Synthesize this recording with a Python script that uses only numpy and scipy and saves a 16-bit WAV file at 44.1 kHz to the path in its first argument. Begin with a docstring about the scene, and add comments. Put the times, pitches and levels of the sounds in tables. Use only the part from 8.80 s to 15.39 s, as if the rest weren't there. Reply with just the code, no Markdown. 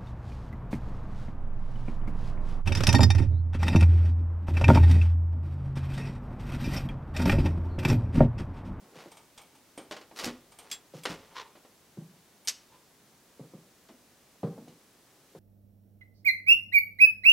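"""A cabin's old plank door is opened, close by: a hanging key ticks, the handle turns and drags the bolt back,
the handle snaps against its stop, and the sticking door jerks free, scrapes over the sill and faintly creaks.
Its iron fittings clack once as it swings wide; boots thud on the floorboards, hardest near the end.
Blows are decaying noise (crowded modes) and decaying sines (separate modes); rubbing and scraping are trains
of tiny slips through the body's resonances; a short room tail and quiet filtered noise complete the scene."""
import sys
import numpy as np
from scipy import signal
from scipy.fft import rfft, irfft, next_fast_len
from scipy.io import wavfile

SR = 44100
rng = np.random.default_rng(int(sys.argv[2]) if len(sys.argv) > 2 else 0)


def wrap_up_sound(samples):
    """Save the sound to the file named by the first command line argument, as 16-bit audio."""
    columns = np.atleast_2d(samples).T
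    # keep every value between -1 and 1, then stretch to whole-number steps
    tamed = np.clip(columns, -1, 1)
    steps = np.round(tamed * 32767).astype(np.int16)
    wavfile.write(sys.argv[1], SR, steps)


N = 290619
TOP_HZ = 15850
T = np.arange(SR // 2) / SR  # seconds since a blow or the start of a stroke
HZ = np.fft.rfftfreq(len(T), 1 / SR)


def amp(db):
    """The decibel law: level to amplitude gain."""
    return 10 ** (np.asarray(db) / 20)


def unit(x):
    """Equal power: scale to rms 1."""
    return x / np.sqrt(np.mean(x ** 2) + 1e-20)


def blow(x):
    """Equal energy: scale to that of 10 ms at rms 1."""
    return x / np.sqrt(np.sum(x ** 2) / (SR / 100) + 1e-20)


def along(points, hz):
    """Interpolate (Hz, value) points on a logarithmic frequency axis, as the ear spaces pitch."""
    f, v = np.transpose(points)
    return np.interp(np.log(hz + 1), np.log(f + 1), v)


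def tilt(slope_db):
    """Spectral slope: so many dB an octave about 1 kHz, level below 300 Hz."""
    octaves = np.log2(np.clip(HZ, 300, None) / 1000)
    return amp(slope_db * octaves)


def resonances(peaks):
    """Resonance: (Hz, width in Hz, dB) peaks added to a flat gain of 1."""
    return 1 + sum(amp(db) / (1 + (2 * (HZ - hz) / width) ** 2) for hz, width, db in peaks)


def filtered(x, response):
    """Linear filtering: the spectrum of x times a response of frequency."""
    m = next_fast_len(N + SR // 2)
    spectrum = rfft(x, m) * response(np.fft.rfftfreq(m, 1 / SR))
    return irfft(spectrum, m)[..., :N]


def add(track, s, x):
    """Superposition: mix x into the track from time s in seconds."""
    part = track[max(round(s * SR), 0):][:len(x)]
    part += x[:len(part)]


def burst(colour, decay, length=1, rise=0.0001):
    """High modal density: crowded modes struck at once act as noise whose bands die at their own speeds."""
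    centres = np.geomspace(40, 16000, 10)
    shares = np.array([np.interp(np.log(HZ + 1), np.log(centres), row) for row in np.eye(len(centres))])
    noise = rfft(rng.standard_normal(len(T))) * colour
    bands = irfft(noise * shares, len(T))
    t60 = length * along(decay, centres)[:, None]
    fade = amp(-60 * T / t60)
    return blow(np.sum(bands * fade, axis=0) * (1 - np.exp(-T / rise)))


def ring(modes, rise=0.00013):
    """Modal ringing: separate (Hz, dB, t60 in seconds) modes die away, their balance new for each blow."""
    tones = np.zeros(len(T))
    for k, (hz, db, t60) in enumerate(modes):
        level_db = db + 1.5 * rng.standard_normal() - 60 * T / t60
        tones += (-1) ** k * amp(level_db) * np.sin(2 * np.pi * hz * T)
    return blow(tones * (1 - np.exp(-T / rise)))


def friction(colour, length, rise, fall, slip_rate):
    """Stick-slip: tiny slips of uneven size excite a body while a stroke swells, holds and dies."""
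    slips = (rng.random(len(T)) < slip_rate / SR) * rng.laplace(size=len(T))
    # the stroke falls 40 dB in each fall time
    stroke = np.minimum(T / rise, 1) * 10 ** (-2 * np.maximum(T - length, 0) / fall)
    return stroke * unit(irfft(rfft(slips) * colour, len(T)))


def background():
    """Steady broadband noise: still outdoor air in the centre, faint hiss in opposite phase at the sides."""
    # Spectrum of the air. Each row: frequency in Hz, relative level in dB.
    air_spectrum = [(12, -45), (20, -17), (137, -3.5), (175, -3), (274, -2), (352, -3), (382, -3.5),
                    (478, -5.5), (906, -9.5), (2150, -14), (2760, -15), (6020, -15.5), (15500, -21.5)]
    # Spectrum of the hiss. Each row: frequency in Hz, relative level in dB.
    hiss_spectrum = [(12, -33), (20, -4), (98, -2), (427, -4.5), (549, -4.5), (1070, -7.5), (15500, -6)]
    air = unit(filtered(rng.standard_normal(N), lambda hz: amp(along(air_spectrum, hz))))
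    hiss = unit(filtered(rng.standard_normal(N), lambda hz: amp(along(hiss_spectrum, hz))))
    return amp(-62.0) * air + amp(-67) * np.array([hiss, -hiss])


def planks():
    """Source and filter: knocks and rubbing sound through this one response of the timber."""
    # Broad response of the wood. Each row: frequency in Hz, gain in dB.
    wood = [(60, -29), (200, -1.5), (450, 3), (800, 2), (1400, -3.5), (2500, -6), (5500, -11.5),
            (8500, -21.5), (15000, -31.5)]
    # Resonances of the planks. Each row: frequency in Hz, width in Hz, height in dB against the flat part.
    plank_peaks = [(424, 89, -6), (1090, 31, -3), (1394, 68, -4.5), (1945, 60, -7), (2950, 32, 2)]
    return amp(along(wood, HZ)) * resonances(plank_peaks)


def rubs():
    """Sliding friction: sleeve, bolt and door edge rub, grit scrapes under a boot, through one wooden response."""
    # Strokes. Each row: start in seconds, end of the hold in seconds, level in dB,
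    # time to fall 40 dB in seconds, brightness in dB per octave.
    strokes = [(0, 0.16, -61, .1, -4), (0.139, 0.214, -52, 0.32, 0.5), (1.352, 1.418, -45.5, 0.11, 3.5),
               (1.408, 1.488, -40, 0.081, 1), (1.795, 1.91, -59, 0.39, -0.5),
               (2.128, 2.191, -55.5, 0.14, 4), (2.278, 2.33, -43.5, 0.12, 1.5),
               (2.371, 2.425, -59, 0.61, 1)]
    out = np.zeros(N)
    wood = planks()
    for start, end, db, fall, bright_db in strokes:
        rub = friction(wood * tilt(bright_db), end - start, rise=0.022, fall=fall, slip_rate=5000)
        add(out, start, amp(db) * rub)
    return out


def steps():
    """Impact on a plate over a cavity: heel, then sole, knock on a board and set the hollow floor booming."""
    # Footfalls. Each row: heel time in seconds, relative boom level in dB, relative knock level in dB,
    # board pitch factor.
    footfalls = [(0.011, -56, -70, 1.16), (0.158, -56, -56, 0.96), (0.258, -58.5, -48, 1.1),
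                 (2.138, -44, -44, 0.896), (3.172, -37.5, -51.5, 1.05), (4.594, -43.5, -46, 0.89),
                 (4.736, -46, -49.5, 1.03), (5.099, -54, -55.5, 1.57), (5.632, -28, -31, 0.97),
                 (5.777, -44.5, -46, 1.4), (5.876, -55, -51.5, 0.99), (6.55, -51, -45.5, 0.964)]
    # Modes of the floor at pitch factor 1. Each row: frequency in Hz, relative level in dB, t60 in seconds.
    boards = [(100, -18.5, 0.097), (131, -5.5, 0.098), (154, -0.5, 0.13), (175.4, 0, 0.11),
              (209.4, -7.5, 0.13), (242.6, -12, 0.11), (314, -13.5, 0.18), (407, -20.5, 0.11)]
    # Spectrum of the knock. Each row: frequency in Hz, gain in dB.
    heel_spectrum = [(25, -50), (50, -5), (110, -1), (300, 1.5), (480, 5), (700, -4.5), (1100, -8),
                     (2200, -31), (4000, -29), (9000, -56), (15000, -75)]
    # Modes of the struck board itself at pitch factor 1. Each row: frequency in Hz, relative level in dB,
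    # t60 in seconds.
    struck_board = [(326, 0, 0.031), (541, -3, 0.056), (733, -6, 0.043)]
    boom_gain_db, rap_db = 2.5, -5  # the rap is taken against the knock
    sole_lag_s, sole_base_db, sole_bright_db = .038, -12, 2.5  # brightness in dB per octave
    sole_share = 0.27  # dB more on the sole for each dB that the heel is softer
    out = np.zeros(N)
    heel = amp(along(heel_spectrum, HZ)) * resonances([(290, 35, 1.7), (442, 79, 1.8), (716, 40, 0.92)])
    for s, boom_db, knock_db, pitch in footfalls:
        floor_modes = [(hz * pitch, db, t60) for hz, db, t60 in boards]
        # the struck board is half as sensitive to the spot
        board_modes = [(hz * np.sqrt(pitch), db, t60) for hz, db, t60 in struck_board]
        sole_db = sole_base_db + sole_share * (boom_db - knock_db)
        for at, db, bright_db in [(s, 0, 0), (s + sole_lag_s, sole_db, sole_bright_db)]:
            knock = burst(heel * tilt(bright_db), [(200, 0.096), (800, 0.17), (4000, 0.22)], rise=0.00016)
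            add(out, at, amp(boom_db + db + boom_gain_db) * ring(floor_modes, rise=0.0026))
            add(out, at, amp(knock_db + db + rap_db) * ring(board_modes, rise=.0007))
            add(out, at, amp(knock_db + db) * knock)
    # the footfalls keep nothing deep below 75 Hz
    return signal.sosfilt(signal.butter(3, 75, "high", fs=SR, output="sos"), out)


def key():
    """Light impact: metal ticks on the lock plate, each with a thin, high modal ring."""
    # Ticks on the plate. Each row: time in seconds, tick level in dB, ring level in dB.
    ticks = [(0.316, -50.5, -57.5), (0.369, -51, -58), (0.576, -46, -57), (0.615, -59, -56.5),
             (0.75, -57.5, -69), (0.976, -45.5, -47.5), (1.719, -54.5, -59), (1.787, -48, -49.5),
             (2.237, -52, -48), (3.649, -59, -55.5)]
    # Modes of key and plate. Each row: frequency in Hz, relative level in dB before the upper modes are
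    # shifted, t60 in seconds.
    key_modes = [(2250, -6, 0.25), (3530, -13, 0.097), (8605, 5, 0.13), (8460, -18, .08), (11170, 0, 0.21),
                 (13250, 0, 0.11), (13600, -9, .09)]
    upper_db, upper_spread_db = -4, 3  # shift of the modes above 10 kHz and its random spread
    out = np.zeros(N)
    colour = amp(along([(200, -5.5), (900, 4.5), (1700, -6.0), (2800, -5.0), (7000, -2.5), (15000, -23)], HZ))
    plate = resonances([(850, 120, 0), (1220, 51, 0), (2320, 240, 6), (3130, 480, 4)])
    for s, tick_db, ring_db in ticks:
        # the point of contact differs from tick to tick, and with it the mix of upper modes
        modes = []
        for hz, db, t60 in key_modes:
            shift_db = upper_db + upper_spread_db * rng.standard_normal()
            modes.append((hz, db + shift_db * (hz > 10000), t60))
        add(out, s, amp(tick_db) * burst(colour * plate, [(1000, 0.21), (10000, 0.1)], rise=.0012))
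        add(out, s, amp(ring_db) * ring(modes))
    return out


def rattles(count):
    """Repeated impact: a jolt in the frame is a short first touch, a main blow and weaker rebounds."""
    # Jolts. Each row: main blow in seconds, its level in dB, lead of the first touch in seconds,
    # loss per rebound in dB.
    jolts = [(1.120, -37, 0.009, 6), (2.257, -29.5, 0.003, 11.5)]
    touch_db, touch_length = -1, .3  # level against the main blow; factor on the decay times
    length, bright_db, rebound_s = 0.98, 1.14, .046  # decay factor, dB per octave, seconds
    rows = []
    for s, db, lead, loss_db in jolts:
        rows.append((s - lead, db + touch_db, bright_db, touch_length))
        for k in range(count):
            rows.append((s + k * rebound_s, db - k * loss_db, bright_db, length))
    return rows


def leaf(hz):
    """Plate modes: the whole door leaf rings at a main pitch and two higher ones."""
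    return ring([(hz, 0, .09), (hz * 1.32, -7, .085), (hz * 2.0, -9, .08)], rise=0.0012)


def knocks():
    """Impact on a plate: each blow sounds through the wooden response and stirs the modes of the leaf."""
    # Single knocks of bolt and timbers, and two faint contacts of footfalls. Each row: time in seconds,
    # level in dB of the blow, its energy evened after the brightness tilt, brightness in dB per octave,
    # factor on the decay times.
    single_knocks = [(0.976, -39, -3.5, 1.6), (1.312, -48.5, -3.5, 1), (1.389, -38, 4, .5),
                     (1.396, -36, 4, 0.85), (1.444, -33.5, 8, 0.22), (1.454, -36, 8, 1.1),
                     (2.754, -51, -1, 1.2), (2.848, -54, -2, 0.88), (5.087, -52.5, 0, 1),
                     (5.881, -58, 5, 1.1)]
    # Decay of the wood at length factor 1. Each row: frequency in Hz, t60 in seconds.
    wood_decay = [(150, 0.24), (1000, 0.13), (5000, 0.16), (14000, 0.027)]
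    leaf_hz, leaf_db = 243, -19  # typical pitch; level against the blow at brightness 0
    out = np.zeros(N)
    wood = planks()
    for s, db, bright_db, length in single_knocks + rattles(count=3):
        pitch = leaf_hz * np.exp(0.117 * rng.standard_normal())
        add(out, s, amp(db) * burst(wood * tilt(bright_db), wood_decay, length))
        add(out, s, amp(db + leaf_db - bright_db) * leaf(pitch))  # dull blows stir it more
    return out


def shudders():
    """Release of strain: the whole leaf shudders as bolt and frame let go, lower the freer it is."""
    # Shudders. Each row: time in seconds, level in dB, main pitch of the first bump in Hz.
    releases = [(1.428, -45, 397), (1.462, -36.5, 246), (2.297, -40, 164)]
    swing_back_s, swing_back_db = 0.01602, 0.5  # the leaf's second bump, against the first
    sway_db, thud_db = -49, -2  # slow sway; the planks' thud against the leaf's ring
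    out = np.zeros(N)
    sway = amp(along([(15, -15), (50, -3), (100, -3), (300, -18), (1000, -90)], HZ))
    thud = amp(along([(40, -26), (100, -14), (170, -2), (420, 3), (700, -15), (2000, -37)], HZ))
    for s, db, hz in releases:
        add(out, s, amp(db) * leaf(hz))
        add(out, s + swing_back_s, amp(db + swing_back_db) * leaf(hz * .96))
        add(out, s, amp(db + thud_db) * burst(thud, [(100, .3), (600, 0.3)], rise=0.004))
        add(out, s, amp(sway_db) * burst(sway, [(50, 0.46)], rise=0.012))
    return out


def handle():
    """Impact and damping: the sprung handle cracks against its stops and rings until the hand damps it."""
    # Contacts with the stops. Each row: time in seconds, crack level in dB, ring level in dB,
    # factor on the crack's decay times.
    snaps = [(1.9, -54, -72, 0.55), (1.914, -36, -34.5, 0.38), (1.925, -38, -42.5, 0.94),
             (2.235, -50.5, -49, 0.11)]
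    # Modes of the undamped handle. Each row: frequency in Hz, relative level in dB, t60 in seconds.
    handle_modes = [(3354, 0, .14), (3400, -3, .07), (4980, 1, .055), (5965, -8, .08), (7553, -1, .15),
                    (11125, -7, .125), (13600, -10, .115)]
    out = np.zeros(N)
    colour = amp(along([(200, -17), (1200, -8.0), (4800, 5.5), (8000, -3.0), (15000, -15)], HZ))
    grip = np.exp(-np.maximum(T - .042, 0) / 0.1)
    for s, crack_db, ring_db, length in snaps:
        add(out, s, amp(crack_db) * burst(colour, [(1000, 0.28), (4000, 0.12), (10000, 0.13)], length))
        add(out, s, amp(ring_db) * grip * ring(handle_modes))
    return out


def sill_and_hinge():
    """Load-dependent friction: the foot rasps over the sill, then the hinge creaks; light contact is duller."""
    # A drag over the sill, then a short, faint creak of the hinge: one list of points for each.
    # Each row: time in seconds, relative level in dB.
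    drags = [
        [(2.5, -62), (2.55, -58.5), (2.558, -42), (2.608, -40.5), (2.642, -57), (2.68, -64)],
        [(3.88, -76), (3.948, -58), (4.0, -79)],
    ]
    # Response at firm contact. Each row: frequency in Hz, gain in dB.
    sill_response = [(100, -25), (330, -17), (460, -14.5), (650, -13), (1020, -4.5), (1500, -7),
                     (2300, -10), (3200, -8), (6000, -16.5), (8500, -33), (14000, -40)]
    # Resonances at firm contact. Each row: frequency in Hz, width in Hz, height in dB against the flat part.
    sill_peaks = [(463, 43, 8.5), (1012, 54, 12.5)]
    firm_db, firm_law = -44, 0.6  # level at firm contact; firmness goes with this power of the amplitude
    light_pitch, light_bright_db = 0.893, -4  # pitch factor and dB per octave of light contact
    drag_db = 0.5  # raises both strokes
    out = np.zeros(N)
    firm = amp(along(sill_response, HZ)) * resonances(sill_peaks)
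    light = np.interp(HZ / light_pitch, HZ, firm) * tilt(light_bright_db)
    for drag in drags:
        s, db = np.transpose(drag)
        level_db = np.interp(s[0] + T, s, db)
        firmness = np.minimum(amp(firm_law * (level_db - firm_db)), 1)
        for colour, share in [(firm, firmness), (light, 1 - firmness)]:
            rasp = friction(colour, s[-1] - s[0], rise=0.012, fall=0.12, slip_rate=4000)
            # the two rasps are independent, so their powers share the level
            add(out, s[0], amp(level_db + drag_db) * np.sqrt(share) * rasp)
    return out


def fittings():
    """Clustered impacts: loose iron gives hard cracks and short rings that shift with each contact."""
    # Contacts. Each row: time in seconds, relative level in dB, factor on the decay times
    # (at most 1 for the ring).
    clacks = [(3.674, -33.5, 0.16), (3.677, -30, 0.77), (3.683, -24.5, 0.71), (3.694, -32, 1)]
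    # Modes of the iron before each contact shifts them. Each row: frequency in Hz, relative level in dB.
    iron = [(3090, -50), (4161, -56), (4592, -69), (4872, -41.5), (5028, -50), (5265, -56), (5443, -46),
            (5626, -40), (6368, -42), (6659, -50), (6783, -53), (6950, -62), (7397, -64), (7854, -50),
            (8096, -45), (8339, -50), (8742, -50), (8958, -53), (11149, -52), (13254, -67)]
    # Spectrum of the crack. Each row: frequency in Hz, gain in dB.
    crack_spectrum = [(120, -54), (200, -30.5), (1620, -15.5), (1980, -11), (3610, -8), (4840, -1),
                      (8050, -10), (9660, -18.5), (11400, -15.5), (13600, -23), (15500, -37)]
    out = np.zeros(N)
    colour = amp(along(crack_spectrum, HZ))
    for s, db, length in clacks:
        t60 = .05 * min(length, 1)
        modes = [(hz * (1 + .008 * rng.standard_normal()), level, t60) for hz, level in iron]
        add(out, s, amp(db - 3) * burst(colour, [(500, 0.19), (4000, 0.076), (12000, 0.11)], length))
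        add(out, s, amp(db - 5.0) * ring(modes))
    return out


def cabin(x, wet_db):
    """Reverberation: convolution with a decaying noise tail gives the short answer of the wooden room."""
    # Decay of the room. Each row: frequency in Hz, t60 in seconds.
    room_decay = [(100, 0.5), (400, 0.42), (2000, 0.41), (6000, 0.35), (14000, 0.086)]
    colour = amp(along([(60, 0.0), (300, 4.5), (1500, 2.5), (6000, -1.5), (15000, 6.5)], HZ))
    tail = burst(colour, room_decay, rise=0.011)
    return x + amp(wet_db) * signal.fftconvolve(x, tail / np.linalg.norm(tail))[:N]


def scene():
    """Superposition, straight ahead: the handle is heard dry and close, the door and boots with the room."""
    lock = handle() + cabin(key(), wet_db=-11.5)
    timber = cabin(rubs() + knocks() + shudders() + sill_and_hinge(), wet_db=-16.5)
    inside = cabin(fittings(), wet_db=-17) + cabin(steps(), wet_db=-13.0)
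    return lock + timber + inside + background()


def record(dry):
    """Band limiting: nothing is kept from TOP_HZ upward."""
    return filtered(dry, lambda hz: hz < TOP_HZ)


dry = scene()
out = record(dry)
wrap_up_sound(out)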